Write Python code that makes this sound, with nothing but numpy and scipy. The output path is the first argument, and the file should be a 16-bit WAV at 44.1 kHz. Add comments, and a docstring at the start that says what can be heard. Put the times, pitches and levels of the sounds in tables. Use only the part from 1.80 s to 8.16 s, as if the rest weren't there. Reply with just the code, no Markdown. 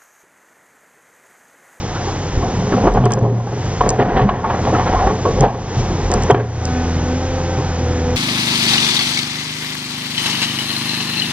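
"""Excavator shoving a boulder

A forest clearing, the machine straight ahead of a camera's microphone. Its six-cylinder diesel sags
and grows louder under load; oil hisses through the valves and, near the end, the piston pump whines.
The boulder slides over rocky ground in fits, jolts and thuds, ringing the steel bucket and spitting
chips; the trees answer faintly. The camera's gain control ducks after heavy blows and swells back."""
import sys
import numpy as np
from scipy import signal
from scipy.fft import rfft, irfft, next_fast_len
from scipy.io import wavfile
from scipy.ndimage import uniform_filter1d, minimum_filter1d, map_coordinates

SR = 44100
rng = np.random.default_rng(int(sys.argv[2]) if len(sys.argv) > 2 else 0)


def wav_record(signal):
    """Record a signal, one row per channel, as 16-bit PCM in the file named by sys.argv[1]."""
    frames = np.transpose(np.atleast_2d(signal))
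    bounded = np.clip(frames, -1, 1)
    # unit amplitude maps onto the largest positive 16-bit level
    quanta = np.round(bounded * 32767).astype(np.int16)
    wavfile.write(sys.argv[1], SR, quanta)


N = 280476

# engine speed, sagging under load: (time [s], firing rate [Hz])
ENGINE_SPEED = [(0, 92), (1.8, 91.5), (2.2, 89), (2.6, 83), (3.2, 91), (4.0, 90), (4.8, 83), (5.0, 83.5),
                (5.2, 82.3), (5.45, 86.4), (5.75, 86.3), (6.05, 82.6), (6.36, 82.6)]
# resonances of the steel bucket: (frequency [Hz], width [Hz], level [dB])
BUCKET_MODES = [(417.3, 46, -4.5), (522, 24, -8), (724.7, 21, -1.5), (793, 73, -6.5), (1024, 170, -9),
                (1119, 17, -5.5), (1630, 14, -12), (1804, 40, -16.5), (2470, 68, -22), (2995, 230, -12.5),
                (3208, 66, -13.5)]
# spectrum of the boulder's low groan: (frequency [Hz], level [dB])
GROAN_SPECTRUM = [(60, -21), (105, 2.5), (125, -1.5), (200, 1), (250, -0.5), (350, -44.5), (600, -59),
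                  (9000, -120)]


def amp(db):
    """Decibels to gain."""
    return 10 ** (np.asarray(db) / 20)


def unit(x):
    """x scaled to rms 1."""
    return x / np.sqrt(np.mean(x ** 2) + 1e-20)


def along(points, hz):
    """Interpolate (Hz, value) points on a log frequency axis."""
    freqs, values = np.transpose(points)
    return np.interp(np.log(hz + 1), np.log(freqs + 1), values)


def curves(rows):
    """One value per sample for each column after the time."""
    times, *columns = np.transpose(rows)
    return [np.interp(np.arange(N) / SR, times, column) for column in columns]


def swells(rows):
    """Bell-shaped swells from (time [s], height, half width [s]) rows."""
    return sum(height * np.exp(-((np.arange(N) / SR - s) / width) ** 2) for s, height, width in rows)


def wobble(rate):
    """A smooth random curve, rate knots a second."""
    return map_coordinates(rng.standard_normal(int(N * rate / SR) + 4), [np.arange(N) * rate / SR])


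def filtered(x, response):
    """x through a complex frequency response."""
    n = x.shape[-1]
    padded = next_fast_len(n + 8192)
    return irfft(rfft(x, padded) * response(np.fft.rfftfreq(padded, 1 / SR)), padded)[..., :n]


def coloured(x, spectrum):
    """x shaped by (Hz, dB) points, at rms 1."""
    return unit(filtered(x, lambda hz: amp(along(spectrum, hz))))


def modes(table, f):
    """Causal response of (frequency [Hz], width [Hz], level [dB]) resonances."""
    return sum(amp(db) * 1j * f * width / (hz * hz - f * f + 1j * f * width) for hz, width, db in table)


def lagged(x, seconds):
    """x smoothed with a time constant."""
    keep = np.exp(-1 / (seconds * SR))
    return signal.lfilter([1 - keep], [1, -keep], x)


def add(track, start, sound):
    """Mix a sound into a track at start seconds."""
    part = track[max(round(start * SR), 0):][:len(sound)]
    part += sound[:len(part)]


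def firing_phase():
    """The phase that turns once per cylinder firing."""
    return 2 * np.pi * np.cumsum(curves(ENGINE_SPEED)[0]) / SR


def diesel(free_hz=92, exhaust_db=-27, roar_db=-23, throb=0.13, limp=0.026):
    """An exhaust tone and a roar that throbs with each firing, both louder as load slows the engine."""
    # weaker exhaust tones: (multiple of the firing rate, level against the main tone [dB])
    orders = [(.5, -21), (1.5, -13), (2, -15), (4, -20)]
    # engine roar: (frequency [Hz], level [dB])
    roar_spectrum = [(20, -12), (35, 2.5), (65, -5), (120, 3), (165, 0.5), (210, -6.5), (340, -5),
                     (520, -6.5), (630, -12), (780, -8), (1100, -16), (2000, -20), (4200, -36), (7000, -69),
                     (9000, -99)]
    sag_hz = free_hz - curves(ENGINE_SPEED)[0]
    phase = firing_phase()
    weaker_tones = sum(amp(db + 3.3 * wobble(7.1)) * np.sin(k * phase) for k, db in orders)
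    exhaust = amp(exhaust_db + 0.7156 * sag_hz + 0.16 * wobble(11)) * unit(np.sin(phase) + weaker_tones)
    # three firings to a turn of the shaft; unequal cylinders make each turn limp
    beat = 1 + throb * np.cos(phase) + limp * np.cos(phase / 3)
    roar = amp(roar_db + 0.0972 * sag_hz) * coloured(beat * rng.standard_normal(N), roar_spectrum)
    return exhaust + roar


def oil_hiss(level_db=-35.5):
    """Oil hisses through the valves; part comes back from the trees, different on each side."""
    # valve hiss: (frequency [Hz], level [dB])
    spectrum = [(1200, -20), (3000, -2.5), (3700, -3.5), (4300, -5.5), (5300, -1.5), (6100, 0),
                (7000, -2.8), (7400, -14), (7700, -38), (8100, -70)]
    # brief surges of the oil: (time [s], rise [dB], half width [s])
    surges = [(.28, 3, 0.058), (4.0, 4.5, 0.03)]
    flow = rng.standard_normal(N) + 0.27 * rng.standard_normal((2, N))
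    return amp(level_db + swells(surges)) * coloured(flow, spectrum)


def sliding(attack_s=0.018, release_s=0.064):
    """Strength of scrape, crunch, grit and groan: each slide starts quickly, holds and dies away."""
    # the boulder's slides: (time [s], length [s], scrape [dB], crunch [dB], grit [dB], groan [dB])
    slides = [(0.1, 0.24, -30.5, -56, -46, -45), (0.545, 0.36, -30, -30, -45, -26),
              (0.933, 0.22, -23, -22, -37, -18.5), (1.138, 0.21, -14.5, -15.5, -31.5, -13.5),
              (1.337, 0.18, -21.5, -11.5, -37, -15.5), (1.514, 0.23, -31, -28, -43, -32),
              (2.01, 0.17, -19.5, -16, -30.5, -21.5), (2.176, 0.16, -15.5, -14.5, -23, -16),
              (2.327, 0.14, -16, -16.5, -27, -19.5), (2.495, 0.08, -16.5, -20, -26.5, -18.5),
              (2.625, 0.16, -21.5, -21.5, -30.5, -22.5), (2.841, 0.022, -19, -23.5, -44.5, -23),
              (2.923, 0.11, -21.5, -30.5, -33, -28), (3.055, 0.16, -21.5, -29.5, -31.5, -29.5),
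              (3.247, 0.087, -23.5, -21.5, -37, -24), (3.484, 0.16, -32.5, -24.5, -46, -30),
              (3.606, 0.061, -11, -15.5, -28.5, -14.5), (3.72, 0.078, -33.5, -37, -52.5, -34),
              (3.926, 0.35, -31, -34, -50, -31.5), (4.304, 0.15, -25, -23.5, -34, -23),
              (4.479, .035, -19, -17, -32, -27), (4.55, 0.055, -21, -14.5, -25.5, -24)]
    strengths, t = np.zeros((4, N)), np.arange(SR) / SR
    for start, length, *levels_db in slides:
        envelope = (1 - np.exp(-t / attack_s)) * np.exp(-np.maximum(t - length, 0) / release_s)
        for track, db in zip(strengths, levels_db):
            add(track, start, amp(db) * envelope)
    return strengths


def slips(per_second=1000, spread_db=1.5):
    """Tiny stick-slip impulses of unequal size on a bed of fine grit."""
    kicks = (rng.random(N) < per_second / SR) * rng.choice([-1, 1], N)
    sizes = amp(-spread_db * np.clip(rng.standard_normal(N), -2, 2))
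    return unit(kicks * sizes) + rng.standard_normal(N)


def bucket(contact, direct=0.3):
    """Contact noise reaches the microphone directly and through the ringing plates."""
    return filtered(contact, lambda f: direct + modes(BUCKET_MODES, f))


def grinding(scrape, crunch, grit, judder_db=2.5):
    """Stone crushes stone in a juddering stream of slips that rings the bucket."""
    # midrange scrape, low crunch and bright grit, each (frequency [Hz], level [dB])
    scrape_spectrum = [(350, -13.5), (650, 0), (900, 1.5), (1200, -8), (1500, -18.5), (2100, -25),
                       (3200, -26), (6000, -34.5), (8500, -92)]
    crunch_spectrum = [(130, -54), (250, 6.5), (400, 3.5), (540, 4.5), (700, -8.5), (1300, -60.5),
                       (9000, -110)]
    grit_spectrum = [(900, -34), (1400, 0), (1900, -0.5), (3000, -20), (6000, -31.5), (9000, -98)]
    contact = bucket(slips() * amp(judder_db * wobble(80)))
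    return (amp(-1) * scrape * coloured(contact, scrape_spectrum)
            + amp(-1) * crunch * coloured(contact, crunch_spectrum)
            + amp(-2) * grit * coloured(contact, grit_spectrum))


def rumbling(groan, lurch_db=-4, drag_db=-9, groan_db=3):
    """The dragged weight shakes the soil, most at each lurch, and sets bucket and arm groaning."""
    # the weight settles into the soil: (time [s], relative level [dB])
    lurches = [(.59, -16), (1.129, -13), (1.251, -21), (2.06, -15), (2.35, -24), (2.44, -9.5),
               (3.129, -17.5), (3.25, -19), (3.58, -20.5), (4.0, -24), (4.14, -24), (4.319, -13),
               (4.511, -16)]
    # ground rumble: (frequency [Hz], level [dB])
    soil_spectrum = [(15, -27), (30, -6), (43, 8.5), (60, 2), (100, -21.5), (250, -59.5), (9000, -120)]
    # lowest modes of bucket and arm: (frequency [Hz], width [Hz], level [dB])
    arm_modes = [(121.4, 1.8, 9.5), (137, 68, -6.5), (185.3, 10, -2.5), (208.8, 18, -7)]
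    shake = amp(drag_db) * groan + swells([(s, amp(db + lurch_db), 0.068) for s, db in lurches])
    ringing = filtered(rng.standard_normal(N), lambda f: modes(arm_modes, f))
    soil = shake * coloured(rng.standard_normal(N), soil_spectrum)
    return soil + amp(groan_db) * groan * coloured(ringing, GROAN_SPECTRUM)


def squeals(octave_db=-19):
    """Steel teeth stick and slip on stone fast enough to give a rough, gliding pitch."""
    # skids: (time [s], level [dB], pitch [Hz], length [s], glide [octaves/s], roughness [0-1])
    skids = [(0.137, -32, 1350, 0.057, 1, .12), (.268, -23, 820, .035, -1.5, 0.02),
             (.622, -24, 1120, 0.023, -2.5, 0.01), (0.628, -18.5, 745, .045, 0.5, 0.09),
             (.92, -12, 348, 0.035, -10, 0.24), (0.921, -19, 1553, 0.03, -10.5, 0.11),
             (1.029, -16, 253.6, 0.047, 8, .3), (1.169, -3, 775, 0.022, -6.5, 0),
             (1.595, -22, 1080, 0.018, -11, 0.04), (2.103, -10, 740, 0.047, 0, 0.04),
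             (2.184, -6, 499, 0.033, -5.5, 0.06), (2.199, -4.5, 247, 0.025, -5, .08),
             (2.241, -9.5, 728, 0.092, 0.5, 0.05), (2.333, -16, 262.7, 0.14, 0, .22),
             (2.371, -9, 774, 0.061, -1.5, 0.02), (2.637, -6, 900, 0.027, -1.5, 0),
             (2.642, -9.5, 1092, .03, 0, 0.03), (2.918, -12.5, 403, 0.039, -17, 0.31),
             (2.944, -14.5, 1380, 0.018, -5.5, 0.03), (3.14, -13, 784, 0.021, -2.5, 0.08),
             (3.156, -17, 1068, 0.068, 0, 0.08), (3.21, -12.5, 779, .06, -0.5, 0.07),
             (3.286, -19.5, 1107, 0.037, 1, 0.05), (3.457, -13.5, 502.6, 0.06, -2.5, 0.15),
             (3.645, -5, 825, 0.04, -0.5, 0.06), (4.505, -7.5, 838, 0.032, 4, 0.17)]
    track, t = np.zeros(N), np.arange(SR // 5) / SR
    for start, db, hz, length, glide, roughness in skids:
        waver, grip = unit(uniform_filter1d(rng.standard_normal((2, len(t))), size=70))
        pitch_hz = hz * 2 ** (glide * t) * (1 + roughness * waver)
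        phase = 2 * np.pi * np.cumsum(pitch_hz) / SR
        tone = np.sin(phase) + amp(octave_db) * np.sin(2 * phase)
        envelope = (1 - np.exp(-t / 0.004)) * np.exp(-(t / length) ** 4)
        chatter = 1 + 0.4 * lagged(grip, 0.0005)
        add(track, start, amp(db) * envelope * chatter * tone)
    return track


def jolts(rise_share=0.025):
    """The rock catches and lets go: short bursts of fracture, dull or sharp, into the bucket."""
    # fractures: (time [s], relative level [dB], low knock [dB], high crack [dB], t60 [s])
    fractures = [(.264, -13, 4, -41, 0.21), (0.623, -7.5, 3, -39.5, 0.17), (.921, 1, 15.5, -11, 0.06),
                 (1.04, -4, 8, -27, .04), (1.056, 2, 8, -21, 0.053), (1.068, 4.5, -2, -24, 0.15),
                 (1.17, -2, -15, -18, 0.06), (1.239, 7, 7, -17, 0.031), (1.257, 7, -1, -20, 0.094),
                 (1.304, 10, 3, -18.5, 0.12), (1.442, 6.5, 3, -51, 0.17), (1.598, -8, -20, -48, 0.048),
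                 (1.671, -6, -18, -27.5, 0.058), (2.008, 3.5, -2.5, -22, 0.059),
                 (2.19, -3, 12.5, -10, 0.047), (2.207, 4.5, 9, -10, 0.058), (2.366, 0, 0, -5.5, 0.15),
                 (2.392, 3, -4, -14, 0.12), (2.414, 4, 8, -10, 0.11), (2.49, 10, -36, -15.5, 0.059),
                 (2.642, 0.5, -27, -25, 0.09), (2.697, -1, -17, -16.5, 0.11), (2.851, -6.5, -7, -11, 0.028),
                 (2.951, -8, -8, -10, 0.036), (2.997, -1.5, -11, -24, 0.043),
                 (3.136, -2.5, -11.5, -22, 0.05), (3.451, -2, 3.5, -26, 0.12), (3.621, -1, 6.5, -26, 0.051),
                 (3.642, 3, 0, -28, 0.037), (3.682, 2.5, -9, -22, 0.032), (4.101, -9, 18.5, -25, 0.22),
                 (4.302, -8, 3.5, -27, 0.03), (4.337, -3, 3.5, -24, 0.08), (4.5, 10, -5, -28, 0.083),
                 (4.513, 0, 0, -19, 0.046), (4.546, 16.5, 4, -19, 0.034), (4.558, 2.5, 10, -14, 0.15),
                 (5.784, -4, 11.5, -37, 0.15)]
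    track, t = np.zeros(N), np.arange(SR // 3) / SR
    for start, db, knock, crack, t60 in fractures:
        # the shortest jolts start hardest
        envelope = (1 - np.exp(-t / (rise_share * t60))) * amp(-60 * t / t60)
        spectrum = [(120, knock - 15), (350, knock + 5), (680, -1.5), (1150, -4.0),
                    (1800, crack + 5), (3300, crack - 5), (7000, crack - 25), (9000, -100)]
        burst = coloured(rng.standard_normal(len(t)), spectrum)
        add(track, start - 0.001, amp(db - 1) * envelope * burst)
    return bucket(track)


def thuds(dirt=0.19):
    """The boulder drops: a low boom of the bucket with a puff of crushed soil."""
    # drops: (time [s], level [dB], pitch [Hz], t60 [s], attack [s])
    drops = [(.574, 1, 88, 0.041, 0.0018), (0.782, -10, 182.4, 0.23, .01), (1.187, 7.5, 129, 0.21, 0.016),
             (1.241, 0.5, 118.5, 0.48, 0.0058), (1.367, 2, 121.7, 0.42, .01),
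             (1.418, 6.5, 117.3, 0.86, 0.0088), (1.43, 1.5, 214.5, 0.13, .005),
             (2.184, 4, 118.4, 0.16, 0.017), (2.415, 8, 125, 0.17, 0.0093),
             (2.441, 8.5, 201.4, 0.19, 0.012), (2.751, -14, 198, 0.19, 0.0086), (3.598, 3, 145, 0.14, .012),
             (3.967, -7, 122, 0.24, .01), (4.521, 16, 126, 0.066, 0.01), (4.552, 0, 116, 0.76, 0.019),
             (5.777, -7, 124, 0.11, 0.0084)]
    track, t = np.zeros(N), np.arange(SR // 2) / SR
    for start, db, hz, t60, attack in drops:
        boom = np.sin(2 * np.pi * hz * t) + dirt * coloured(rng.standard_normal(len(t)), GROAN_SPECTRUM)
        add(track, start, amp(db - 60 * t / t60) * (1 - np.exp(-t / attack)) * boom)
    return track


def clanks(attack_s=0.0023):
    """A tooth strikes bare stone: the bucket rings, most in the modes that suit the contact's hardness."""
    # strikes: (time [s], level [dB], centre of the ring [Hz], spread [octaves])
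    strikes = [(1.072, -7, 1200, 0.74), (1.171, 0.5, 790, 0.35), (1.245, -9.5, 3100, 0.46),
               (1.305, -14, 1650, .2), (1.328, -2.5, 2390, 0.51), (1.672, -10, 1090, .6),
               (2.011, -4, 990, 0.46), (2.488, -1, 1310, .5), (3.452, -14, 1200, 0.36),
               (3.607, -15, 3120, 0.45), (4.504, 3, 720, .45), (4.512, -2, 3320, .4), (4.548, 1, 1300, 1)]
    track, t = np.zeros(N), np.arange(SR // 3) / SR
    for start, db, centre_hz, spread in strikes:
        ring = np.zeros(len(t))
        for hz, width, mode_db in BUCKET_MODES:
            strength = amp(mode_db) * np.sqrt(width) * np.exp(-(np.log2(hz / centre_hz) / spread) ** 2)
            ring += strength * np.exp(-np.pi * width * t) * np.sin(2 * np.pi * (hz * t + rng.random()))
        add(track, start, amp(db) * (1 - np.exp(-t / attack_s)) * ring / np.abs(ring).max())
    return track


def chips(tick_t60=0.006, spray_t60=0.04):
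    """A flake of stone snaps off with a bright tick and a little spray of grit."""
    # snaps: (time [s], level [dB])
    snaps = [(1.139, -8), (1.255, 3), (1.307, -2), (1.32, 14), (1.336, 12), (1.351, -8), (1.39, -5),
             (2.0911, 11.5), (2.103, 6.5), (3.6079, -0.5), (4.316, 0.5), (4.339, 0), (4.423, -7),
             (4.435, -4), (4.51, 0), (4.853, -1)]
    # a snap's bright noise: (frequency [Hz], level [dB])
    spectrum = [(1500, -30), (2800, -22), (3800, -21), (4800, -7), (5500, 0), (6500, -1), (7500, -2)]
    track, t = np.zeros(N), np.arange(SR // 10) / SR
    rise = (1 - np.exp(-t / 0.0003)) ** 2
    envelope = rise * (amp(-60 * t / tick_t60) + amp(-21 - 60 * t / spray_t60))
    for start, db in snaps:
        add(track, start, amp(db) * envelope * coloured(rng.standard_normal(len(t)), spectrum))
    return track


def pump(engage_s=0.027):
    """Nine pistons, three strokes per firing, ripple the oil: a buzzing whine with wavering overtones."""
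    # the pump under full load: (time [s], fundamental [dB], octave [dB], gain of the overtones [dB])
    levels = [(4.7, -47, -32, -3), (4.85, -33.5, -38, 7), (4.98, -21.5, -42, 9.5), (5.17, -30.5, -31.5, -1),
              (5.32, -22.5, -29.5, 3), (5.7, -37.5, -29.5, 3.5), (5.9, -37.5, -34.5, 3.5),
              (6.1, -29.5, -26.5, -2), (6.36, -25.5, -24.5, 0)]
    # upper overtones: (multiple of the stroke rate, level [dB])
    overtones = [(3, -41), (5, -52.5), (6, -47.5), (7, -57), (10, -58.5)]
    fundamental_db, octave_db, whine_db = curves(levels)
    engaged = np.clip((np.arange(N) / SR - levels[0][0]) / engage_s, 0, 1)
    phase = 3 * firing_phase() + 0.045 * wobble(25)
    buzz = amp(fundamental_db) * np.sin(phase) + amp(octave_db + 1.2 * wobble(9)) * np.sin(2 * phase)
    whine = sum(amp(db + whine_db + 2 * wobble(5)) * np.sin(k * phase) for k, db in overtones)
    return np.sqrt(2) * engaged * (buzz + whine)


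def trees(x):
    """Trunks round the clearing scatter back a diffuse tail, 20 ms late, that loses its treble first."""
    # the forest's decay: (frequency [Hz], t60 [s])
    decay = [(100, 0.58), (1000, 0.69), (6000, .18)]
    hz, t, noise = signal.stft(rng.standard_normal(SR // 2), SR, nperseg=256)
    tail = signal.istft(noise * amp(-60 * t / along(decay, hz)[:, None]), SR, nperseg=256)[1]
    return signal.fftconvolve(np.pad(x, (SR // 50, 0)), tail / np.linalg.norm(tail))[:N]


def scene(trees_db=-21):
    """Machine and boulder straight ahead of the microphone, nearly alike in both channels."""
    scrape, crunch, grit, groan = sliding()
    blows = jolts() + clanks() + squeals()
    rock = grinding(scrape, crunch, grit) + rumbling(groan) + thuds() + chips() + blows
    echo = amp(trees_db) * trees(blows)
    return diesel() + oil_hiss() + pump() + rock + echo


def gain_control(x, limit_db=-10, depth=1.062, sense_s=0.0057, duck_s=0.016,
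                 hold_s=0.087, recover_db_per_s=51.5):
    """Sound over the limit pulls the gain down by depth dB per dB; it holds, then climbs steadily back."""
    level_db = 10 * np.log10(lagged(np.mean(x ** 2, axis=0), sense_s) + 1e-12)
    needed_db = depth * np.minimum(limit_db - level_db, 0)
    hold = round(hold_s * SR)
    held_db = minimum_filter1d(needed_db, hold, origin=(hold - 1) // 2)
    climb_db = recover_db_per_s * np.arange(N) / SR
    gain_db = np.minimum.accumulate(held_db - climb_db) + climb_db
    return x * amp(lagged(gain_db, duck_s))


def record(dry, ceiling=0.98, top_hz=14879, left_lag_s=2.8 / SR):
    """The camera rides its gain, rounds off peaks and loses the top treble; its left channel lags."""
    # the camera's treble roll-off: (frequency [Hz], level [dB])
    roll_off = [(7500, 0), (8000, -2), (8500, -10), (9500, -35), (11500, -38), (13000, -62)]
    ducked = gain_control(dry)
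    rounded = ducked / (1 + np.abs(ducked / ceiling) ** 16) ** (1 / 16)
    delays = np.array([[0.5], [-0.5]]) * left_lag_s
    return filtered(rounded, lambda hz: (hz < top_hz) * amp(along(roll_off, hz))
                    * np.exp(-2j * np.pi * hz * delays))


dry = scene()
out = record(dry)
wav_record(out)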